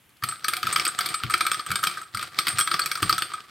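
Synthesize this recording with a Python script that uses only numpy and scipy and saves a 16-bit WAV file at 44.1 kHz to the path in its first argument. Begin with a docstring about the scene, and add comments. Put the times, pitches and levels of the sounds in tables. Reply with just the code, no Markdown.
"""A model hot-air engine chatters on a table: loose cranks and rods knock its metal frame and ring high.
Each clack is a burst of tiny impacts that shakes decaying sines (modes) and coloured noise.
The pistons rub as grainy noise, rising and falling in level, and a dry bearing squeaks three times.
Eight hand pushes add low thumps and hollow knocks. Short echoes place it close by in a small room."""
import sys
import numpy as np
from scipy import signal
from scipy.fft import rfft, irfft
from scipy.io import wavfile
from scipy.ndimage import uniform_filter1d

SR = 44100
rng = np.random.default_rng(int(sys.argv[2]) if len(sys.argv) > 2 else 0)


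def wrap_up_sound(samples):
    """Save the sound to the file named by the first command line argument, as 16-bit audio."""
    columns = np.atleast_2d(samples).T
    # keep every value between -1 and 1, then stretch to whole-number steps
    tamed = np.clip(columns, -1, 1)
    steps = np.round(tamed * 32767).astype(np.int16)
    wavfile.write(sys.argv[1], SR, steps)


N = 154350
SIZE = 16384  # samples in one blow or response
AGE = np.arange(SIZE) / SR  # seconds since a blow began


def amp(db):
    """Turn decibels into a gain."""
    return 10 ** (np.asarray(db) / 20)


def unit(x):
    """Scale a sound to energy 1."""
    return x / np.sqrt(np.sum(x ** 2) + 1e-18)


def through(x, response):
    """Pass a sound through a response, keeping its length."""
    return signal.fftconvolve(x, response)[:len(x)]


def colour(points, size=4096):
    """Make a response with the given (f/Hz, level/dB) spectrum that never sounds before its cause."""
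    hz, db = np.array(points, float).T
    grid = np.maximum(np.arange(size // 2 + 1) * SR / size, 1)
    level_db = np.interp(np.log(grid), np.log(hz), db)
    # folding the cepstrum forward in time gives minimum phase
    cepstrum = irfft(np.log(amp(level_db)))
    cepstrum[1:size // 2] *= 2
    cepstrum[size // 2 + 1:] = 0
    return irfft(np.exp(rfft(cepstrum)))


def modes(table, vary_db, pitch=1):
    """Add up decaying sines, each struck a little harder or softer every time."""
    strengths = amp(vary_db * rng.standard_normal(len(table)))
    out = np.zeros(SIZE)
    for strength, (hz, t60, db) in zip(strengths, table):
        decay = amp(db - 60 * AGE / t60)
        out += strength * decay * np.sin(2 * np.pi * hz * pitch * AGE)
    return out


def grains(spread, size):
    """Make dense tiny impacts of unequal strength."""
    strength = np.exp(spread * np.minimum(rng.standard_normal(size), 2))
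    return rng.standard_normal(size) * strength


def walk(rate):
    """Drift smoothly at random, with a spread near 1; rate is in new values per second."""
    hold = int(SR / rate)
    steps = np.repeat(rng.standard_normal(N // hold + 1), hold)
    return np.sqrt(2) * uniform_filter1d(steps, hold)[:N]


def add(out, start, x):
    """Mix a sound in at a time in seconds."""
    i = max(int(start * SR), 0)
    out[..., i:i + x.shape[-1]] += x[..., :len(out.T) - i]


def bed(points, spread, side):
    """Make grainy coloured noise as mid (rms 1) and side (rms as given)."""
    mid_side = [unit(through(grains(spread, size=N), colour(points))) for _ in range(2)]
    return np.array(mid_side) * np.sqrt(N) * np.array([[1], [side]])


# echo levels against the direct sound, and how fast they die
EARLY_DB, EARLY_S, ROOM_DB, ROOM_T60_S = -6.5, 0.007, -9.5, 0.4


def reflections(early_db):
    """Make quick echoes off the table and engine, then the room's tail, as fading noise."""
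    early, late = rng.standard_normal((2, SIZE))
    onset = 1 - np.exp(-(AGE / 0.0021) ** 2)
    early = unit(early * onset * np.exp(-AGE / EARLY_S))
    late = unit(late * onset * amp(-60 * AGE / ROOM_T60_S))
    return amp(early_db) * early + amp(ROOM_DB) * late


def placed(x, db, width, left_db, early_db=EARLY_DB):
    """Place one blow in the room as mid and side; the mid gets the energy of 0.01 s at this level."""
    mid = x + through(x, reflections(early_db))
    lean = (amp(left_db) - 1) / (amp(left_db) + 1)
    side = width * through(x, reflections(early_db)) + lean * mid
    gain = amp(db) * np.sqrt(0.01 * SR / (np.sum(mid ** 2) + 1e-18))
    return np.array([mid, side]) * gain


# how much the echoes differ between left and right, and how much louder the left is
KNOCK_WIDTH, ROD_WIDTH, TREBLE_WIDTH, BASE_WIDTH = 0.3, 0.42, 0.21, 0.35
KNOCK_LEFT_DB, ROD_LEFT_DB, TREBLE_LEFT_DB, BASE_LEFT_DB = 0.5, 1.4, 0, 3.5

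# colour of the still room: f/Hz, level/dB
AIR = [(15, -33), (25, -2), (114, 4), (476, -7.5), (607, -10), (714, -10), (1370, -7), (2050, -7.5),
       (3080, -6.5), (4370, -19), (7710, -16.5), (11600, -12.5), (16000, -20)]
AIR_DB = -60.5


def room_air():
    """The still room gives a faint steady noise."""
    return amp(AIR_DB) * bed(AIR, 0, side=0.4)


# how hard the pistons rub: t/s, level/dB before RUB_TRIM_DB
RUB = [(0,-75),(0.191,-74),(.27,-43),(.41,-56.5),(.53,-45),(.63,-45.5),(.69,-39),(.79,-39),(0.921,-47),(1.07,-39),(1.2,-46.5),(1.44,-43),(1.66,-45),(1.829,-40.5),(1.99,-47.5),(2.11,-57),(2.21,-40),(2.31,-53.5),(2.37,-41.5),(2.45,-39),(2.55,-38),(2.629,-41.5),(2.971,-44),(3.06,-36.5),(3.2,-47),(3.34,-45.5),(3.5,-57.5)]
# colour of the rubbing: f/Hz, level/dB
RUB_COLOUR = [(60, -5.5), (150, 5), (250, -13.5), (340, 2.5), (500, -8), (950, -3), (1090, 5.5), (1230, 10),
              (1400, 2), (1700, 4), (2350, -3.5), (2800, -5.5), (3400, -2), (4600, -3), (6300, -14.5),
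              (7700, -10.5), (8200, -9.5), (9200, -16.5), (13000, -20), (16000, -35)]
# colour of the rods, for small ticks and for clacks: f/Hz, level/dB
ROD = [(90, -19.5), (150, -14.5), (260, -20.5), (340, -7), (480, -17.5), (900, -17.5), (1400, 7),
       (1800, -2.5), (2050, 1), (2350, 6.5), (2800, -4.5), (3150, 3), (3900, 0.5), (4600, 3.5),
       (5400, -4.5), (6400, -15), (7500, -39), (10000, -21)]
RUB_TRIM_DB, RUB_GRAIN = 0.96, 0.52
# slow flutter and quick gritty swings of the rubbing level
RUB_FLUTTER_DB, RASP_DB, RASP_PER_S = 2.5, 2.5, 320
TICKS_PER_S, TICKS_SPREAD_DB, TICKS_DB, TICKS_DECAY_S = 170, 3.5, -7, 0.0012  # TICKS_DB: under the rub


def pistons():
    """Uneven sliding friction makes grainy noise, and small catches add ticks of rod colour."""
    db = np.interp(np.arange(N) / SR, *np.array(RUB).T) + RUB_TRIM_DB
    db += RUB_FLUTTER_DB * walk(60) + RASP_DB * walk(RASP_PER_S)
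    catch_strength = amp(TICKS_SPREAD_DB * np.clip(rng.standard_normal(N), -2, 2))
    catches = (rng.random(N) < TICKS_PER_S / SR) * catch_strength
    bursts = through(catches, np.exp(-AGE / TICKS_DECAY_S))
    ticks = amp(TICKS_DB) * bursts / np.std(bursts) * bed(ROD, RUB_GRAIN, side=0.23)
    return amp(db) * (bed(RUB_COLOUR, RUB_GRAIN, side=0.3) + ticks)


# play in the linkage taken up, for scrapes and clacks: t/s, time to peak force/ms (at least 0.1 is used),
# then frame knock, rod clack, high ring and tick, each as level/dB before its trim
CLACKS = [(0.092, 1.1, -72, -64, -72, -62), (0.168, 1.5, -66, -60, -75, -66),
          (0.2229, 1.9, -29, -46, -53, -57), (0.236, 1.68, -22, -26, -35, -31),
          (0.2867, 1.64, -28, -32, -24.5, -41), (0.3213, 1.9, -28.5, -44.5, -44, -46),
          (0.4437, 1.6, -24, -25, -35, -36.5), (0.45, 0.52, -40, -45, -57, -53),
          (0.4817, 1.83, -20, -24, -24.5, -26.5), (0.532, 0.72, -26.5, -47, -50, -46),
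          (0.535, 0.7, -39, -24, -39, -33), (0.5673, 0.47, -31, -28.5, -39, -33.5),
          (0.6291, 0.83, -23, -26, -41, -38), (0.6677, 1.89, -19.5, -28, -35, -35.5),
          (0.691, 0.85, -36, -40, -45, -51), (0.7254, 2.55, -25.5, -31.5, -22, -37),
          (0.76, 0.96, -15, -19, -30.5, -32), (0.7757, 0.67, -44, -55, -35, -39),
          (0.7973, 0.17, -28, -22, -30.5, -43), (0.8503, 1.7, -30, -23.5, -27.5, -29),
          (0.8659, 0.59, -25, -25, -39, -45), (0.8769, 1.1, -26.5, -35.5, -22, -49),
          (0.887, 0.73, -28.5, -34, -55, -51), (0.988, 0.98, -19.5, -25.5, -25, -33),
          (1.0064, 2.4, -26, -23, -57, -36), (1.0581, 1.9, -29.5, -25, -32, -31),
          (1.088, 0.71, -41, -31.5, -31.5, -38), (1.14, 2.58, -22, -26.5, -25.5, -40),
          (1.199, 1.14, -33, -41, -69, -62), (1.2351, 0.44, -25.5, -27, -43, -43),
          (1.2961, 3.2, -22.5, -36.5, -38, -39), (1.3068, 0.49, -28, -34, -28.5, -42),
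          (1.3381, 1.36, -14, -19, -30.5, -32.5), (1.378, 0.57, -50, -38, -35, -43),
          (1.407, 1.54, -16, -21.5, -27.5, -35), (1.4193, 0.85, -27, -45, -49, -48),
          (1.4519, 0.3, -28, -35, -37, -49), (1.465, 1.38, -19, -23, -28, -30.5),
          (1.516, 0.058, -21, -22.5, -24.5, -37), (1.533, 0.5, -36, -32, -47, -47),
          (1.5439, 0.58, -26.5, -29.5, -38, -49), (1.5931, 1.67, -24.5, -31.5, -40.5, -48),
          (1.6638, 0.12, -28, -37, -35, -44), (1.7041, 0.6, -25.5, -33, -39, -44),
          (1.7146, 1.7, -20.5, -26, -33, -31.5), (1.756, 1.08, -24.5, -23.5, -24.5, -35),
          (1.789, 0.4, -31, -40, -42, -52), (1.8257, 5.1, -19, -56, -42, -34),
          (1.8366, 1.33, -23, -24.5, -27, -30.5), (1.849, 0.39, -30, -36, -34, -45),
          (1.8697, 1.18, -22, -21.5, -28.5, -32.5), (1.896, 1.33, -31, -36.5, -41, -51),
          (1.9122, 0.73, -32, -37, -40, -56), (1.9707, 1.9, -26, -49, -41.5, -51),
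          (2.0135, 2.34, -32, -55, -40.5, -49), (2.1458, 1.86, -25, -32, -34, -42),
          (2.1722, 0.29, -32, -30, -34.5, -40), (2.194, 0.29, -29, -35, -54, -47),
          (2.211, 1.5, -47, -36, -60, -46), (2.2244, 3.4, -26.5, -34, -34, -41.5),
          (2.388, 0.23, -19, -18, -24.5, -30.5), (2.4681, 2.05, -23, -22.5, -36, -33.5),
          (2.4818, 0.57, -36, -23.5, -29.5, -30.5), (2.488, 0.96, -44, -33, -23, -45),
          (2.4994, 2, -26, -41, -33, -53), (2.584, 1.24, -21, -26, -23, -36),
          (2.59, 0.62, -18.5, -26.5, -21, -28), (2.5984, 1.64, -23, -29, -19.5, -28),
          (2.6105, 0.11, -20.5, -24, -28, -40), (2.6727, 1.7, -21, -26.5, -32, -40),
          (2.7123, 1.92, -19.5, -24, -31, -41), (2.74, 0.93, -19, -23.5, -35, -45),
          (2.748, 1.25, -32, -37, -44, -48), (2.764, 0.5, -41, -39, -51, -52),
          (2.7928, 1.48, -20.5, -23.5, -26.5, -32), (2.817, 1.3, -45, -40, -37, -50),
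          (2.859, 0.84, -25, -26.5, -30, -30.5), (2.9141, 1.36, -24.5, -24, -31.5, -35),
          (2.9532, 1.33, -26, -29.5, -39, -41), (2.972, 2.6, -29, -45, -36, -46),
          (3.021, 1.73, -29, -40, -29, -35), (3.0282, 0.31, -18, -23.5, -30.5, -34),
          (3.0934, 1.39, -13, -22.5, -29.5, -28.5), (3.1037, 2.6, -26, -31, -31, -36),
          (3.1271, 0.13, -20.5, -20.5, -33, -43), (3.18, 0.95, -21, -26.5, -31, -34),
          (3.1894, 0.24, -58, -34, -29.5, -46), (3.2219, 0.14, -24, -23, -30.5, -37),
          (3.316, 1.48, -34.5, -57, -67, -71), (3.3349, 2.58, -23.5, -36, -36, -53),
          (3.3772, 2.3, -32.5, -66, -58, -72)]
SCRAPE_S, SCRAPE_DB, SCRAPE_FLUTTER = 0.0077, -17, 0.56  # SCRAPE_DB: against the rod clack's table level


def scrapes():
    """A joint slides roughly before it closes: noise swells into each clack."""
    t, swell = np.arange(N) / SR, np.zeros(N)
    for start, _, _, rod_db, _, _ in CLACKS:
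        i = int(start * SR)
        swell[:i] += amp(rod_db + SCRAPE_DB) * np.exp((t[:i] - start) / SCRAPE_S)
    return swell * np.exp(SCRAPE_FLUTTER * walk(500)) * bed(RUB_COLOUR, RUB_GRAIN, side=0.44)


# average gap, first bounce against the clack, change with each further bounce
BOUNCE_GAP_S, BOUNCE_DB, BOUNCE_LOSS_DB = 0.009, -14.5, -3


def bouncing(x, count=4):
    """The rods rebound after an impact, as weaker roughened copies at uneven gaps."""
    out = x.copy()
    delays = np.cumsum(BOUNCE_GAP_S * (0.5 + rng.random(count)))
    for k, delay in enumerate(delays):
        rebound = x * rng.standard_normal(SIZE)
        add(out, delay, amp(BOUNCE_DB + k * BOUNCE_LOSS_DB) * rebound)
    return out


RATTLE_SPREAD = 0.85


def rattle(force, decay_s):
    """Loose parts go on chattering after the contact force: grains under a fading envelope."""
    power = through(force ** 2, np.exp(-2 * AGE / decay_s))
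    return unit(grains(RATTLE_SPREAD, size=SIZE) * np.sqrt(np.abs(power)))


# ways the frame rings: f/Hz before detuning, time to fall 60 dB/s, level/dB
FRAME = [(1175.6, 0.094, -5), (1246, 0.053, -4), (1252, 0.12, -3.5), (1273, 0.066, -2.5), (1290, .06, -4),
         (1500, 0.023, -10), (1543, .06, -3.5), (1603, 0.16, -8)]
# the crank's short, strong knock: f/Hz before its random rise, time to fall 60 dB/s, level/dB
CRANK = [(1225, 0.024, 14.6)]
# ways the thin metal parts ring: f/Hz before detuning, time to fall 60 dB/s, level/dB
RING = [(8135, .19, -2), (8175, .07, -1), (8290, .025, -1), (8375, .03, -2), (8500, .025, -1),
        (8622, .06, -4), (8654, .15, -5)]
# ways the mounting plate and its posts ring: f/Hz, time to fall 60 dB/s, level/dB
MOUNT = [(189, 0.088, -15.5), (316, 0.2, -17), (352.4, 0.2, -12), (515, 0.18, -19.5), (733, .15, -23),
         (2353, 0.027, -4), (2620, 0.032, 0.5), (3320, 0.082, -4), (3560, 0.1, -11), (4390, 0.048, 0),
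         (4685, 0.029, 3.5), (4860, 0.074, -11)]
# colour of the contact tick: f/Hz, level/dB
TICK = [(2000, -20), (5500, -8), (6500, -5), (7400, -2), (9000, 2), (10500, 2.5), (13000, 4), (14500, -1.5),
        (16000, -14)]
KNOCK_TRIM_DB, ROD_TRIM_DB, TICK_TRIM_DB = -1.5, -0.1, 0.5
MOUNT_DB = -10.5  # against the rod clack's table level
KNOCK_LAG_S, KNOCK_EARLY_DB, FRAME_LOW_HZ = 0.00055, -7.5, 1150
ROD_DECAY_S, TICK_DECAY_S = 0.0012, 0.0029
CONTACT_SPREAD, ROD_SNAP, TICK_SNAP = 0.94, 0.36, 0.83  # snap: share of the sharp contact
# random spread from blow to blow, of strength or colour
FRAME_VARY_DB, RING_VARY_DB, MOUNT_VARY_DB, ROD_VARY_DB = 3.5, 11, 5, 2.5
# random spread from blow to blow, as a share of the pitch
FRAME_DETUNE, RING_DETUNE, CRANK_SHIFT = 0.0043, 0.0011, 0.056


def linkage():
    """Each joint chatters as it closes, sounding the frame, the rods, their mount and the high ring."""
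    out, tick_colour = np.zeros((2, N)), colour(TICK)
    radiated = signal.butter(5, FRAME_LOW_HZ, "high", fs=SR, output="sos")
    for start, contact_ms, knock_db, rod_db, ring_db, tick_db in CLACKS:
        u = AGE * 1000 / max(contact_ms, 0.1)
        force = u * np.exp(-u)
        contact = unit(grains(CONTACT_SPREAD, size=SIZE) * force)
        contact[np.argmax(force)] += 1  # one sharp hit at the peak
        clack = rattle(force, ROD_DECAY_S) + ROD_SNAP * unit(contact)
        crack = rattle(force, TICK_DECAY_S) + TICK_SNAP * unit(contact)

        frame_pitch = 1 + FRAME_DETUNE * rng.standard_normal()
        crank_pitch = 1 + CRANK_SHIFT * abs(rng.standard_normal())
        metal = modes(CRANK, 0, crank_pitch) + modes(FRAME, FRAME_VARY_DB, frame_pitch)
        knock = signal.sosfilt(radiated, through(contact, metal))
        knock = placed(knock, knock_db + KNOCK_TRIM_DB, KNOCK_WIDTH, KNOCK_LEFT_DB, KNOCK_EARLY_DB)
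        add(out, start + KNOCK_LAG_S, knock)

        # every clack has a slightly different colour, less so in the bass
        rod_points = []
        for hz, db in ROD:
            vary_db = ROD_VARY_DB * min(hz / FRAME_LOW_HZ, 1)
            rod_points.append((hz, db + vary_db * rng.standard_normal()))
        rods = through(bouncing(clack), colour(rod_points))
        add(out, start, placed(rods, rod_db + ROD_TRIM_DB, ROD_WIDTH, ROD_LEFT_DB))

        mount = through(clack, modes(MOUNT, MOUNT_VARY_DB))
        add(out, start, placed(mount, rod_db + MOUNT_DB, ROD_WIDTH, ROD_LEFT_DB))

        ring_pitch = 1 + RING_DETUNE * rng.standard_normal()
        ring = through(contact, modes(RING, RING_VARY_DB, ring_pitch))
        add(out, start, placed(ring, ring_db, TREBLE_WIDTH, TREBLE_LEFT_DB))

        tick = through(crack, tick_colour)
        add(out, start, placed(tick, tick_db + TICK_TRIM_DB, TREBLE_WIDTH, TREBLE_LEFT_DB))
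    return out


# the hand pushes the flywheel: t/s, thump level/dB before its trim, base pitch f/Hz,
# hollow knock level/dB before its trim
PUSHES = [(0.227, -32, 117, -53), (0.641, -34, 119, -44), (1.237, -24.5, 110.4, -43),
          (1.697, -29, 122.4, -43.5), (2.142, -33, 114, -48), (2.534, -31, 113, -63),
          (3.0241, -23.5, 118, -27.5), (3.109, -35.5, 130, -61)]
# ways the base moves on the table: multiple of its pitch, time to fall 60 dB/s, level/dB
BASE = [(.53, 0.27, -17), (.87, 0.079, 4), (1.05, 0.16, -3.5), (1.53, 0.12, -7), (1.87, 0.17, -15.5)]
# colour of the hollow knock: f/Hz, level/dB
HOLLOW = [(80, -16), (180, 2), (225, -4.5), (270, -9), (350, -3), (440, -14), (600, -41), (1500, -67)]
THUMP_TRIM_DB, HOLLOW_TRIM_DB = -1.5, -0.5
BASE_VARY_DB, PUSH_ATTACK_S, HOLLOW_DECAY_S = 1, 0.0096, 0.012
RUMBLE_DB, RUMBLE_DECAY_S = -9, 0.04  # RUMBLE_DB: under the thump


def hand():
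    """A soft push rocks the base, knocks the hollow support under it and leaves a short rumble."""
    out = np.zeros((2, N))
    for start, db, hz, hollow_db in PUSHES:
        thump = modes(BASE, BASE_VARY_DB, hz) * (1 - np.exp(-AGE / PUSH_ATTACK_S))
        rumble = through(rng.standard_normal(SIZE) * np.exp(-AGE / RUMBLE_DECAY_S), thump)
        push = unit(thump) + amp(RUMBLE_DB) * unit(rumble)
        add(out, start, placed(push, db + THUMP_TRIM_DB, BASE_WIDTH, BASE_LEFT_DB))
        burst = rng.standard_normal(SIZE) * np.exp(-AGE / HOLLOW_DECAY_S)
        hollow = through(burst, colour(HOLLOW))
        add(out, start, placed(hollow, hollow_db + HOLLOW_TRIM_DB, BASE_WIDTH, 0))
    return out


# brief squeaks of a dry bearing: t/s, length/s, middle f/Hz, level/dB
SQUEAKS = [(0.4426, 0.0034, 5530, -33.5), (2.606, 0.0083, 5630, -33), (2.816, 0.008, 4420, -23.5)]
SQUEAK_WAVER = 0.017  # share of the pitch


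def squeaks():
    """A bearing sticks and sings for a few thousandths of a second, as a wavering sine."""
    out = np.zeros((2, N))
    for start, length, hz, db in SQUEAKS:
        pitch = hz * (1 + SQUEAK_WAVER * walk(470)[:SIZE])
        tone = np.sin(2 * np.pi * np.cumsum(pitch) / SR)
        swell = np.sin(np.pi * np.minimum(AGE / length, 1))
        add(out, start, placed(tone * swell, db, ROD_WIDTH, ROD_LEFT_DB))
    return out


# colour that the base plate and the table give the whole engine: f/Hz, level/dB
PLATE = [(690, -1), (728, 6), (770, 0.5), (870, -4.5), (1020, -3.5), (1085, -11), (1155, 0.5), (1600, -1.5),
         (1670, -5.5), (1750, -0.5)]


def scene():
    """Mix engine, hand and room air, then turn mid and side into left and right."""
    parts = pistons() + scrapes() + linkage() + squeaks()
    engine = np.array([through(x, colour(PLATE)) for x in parts])
    mid, side = room_air() + engine + hand()
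    return np.array([mid + side, mid - side])


LOW_CUT_HZ, TOP_HZ = 79, 15900


def record(dry):
    """The recorder thins the deepest bass and cuts the top."""
    low_cut = signal.butter(2, LOW_CUT_HZ, "high", fs=SR, output="sos")
    top_cut = signal.ellip(8, 0.2, 70, TOP_HZ, fs=SR, output="sos")
    return signal.sosfilt(top_cut, signal.sosfilt(low_cut, dry))


dry = scene()
out = record(dry)
wrap_up_sound(out)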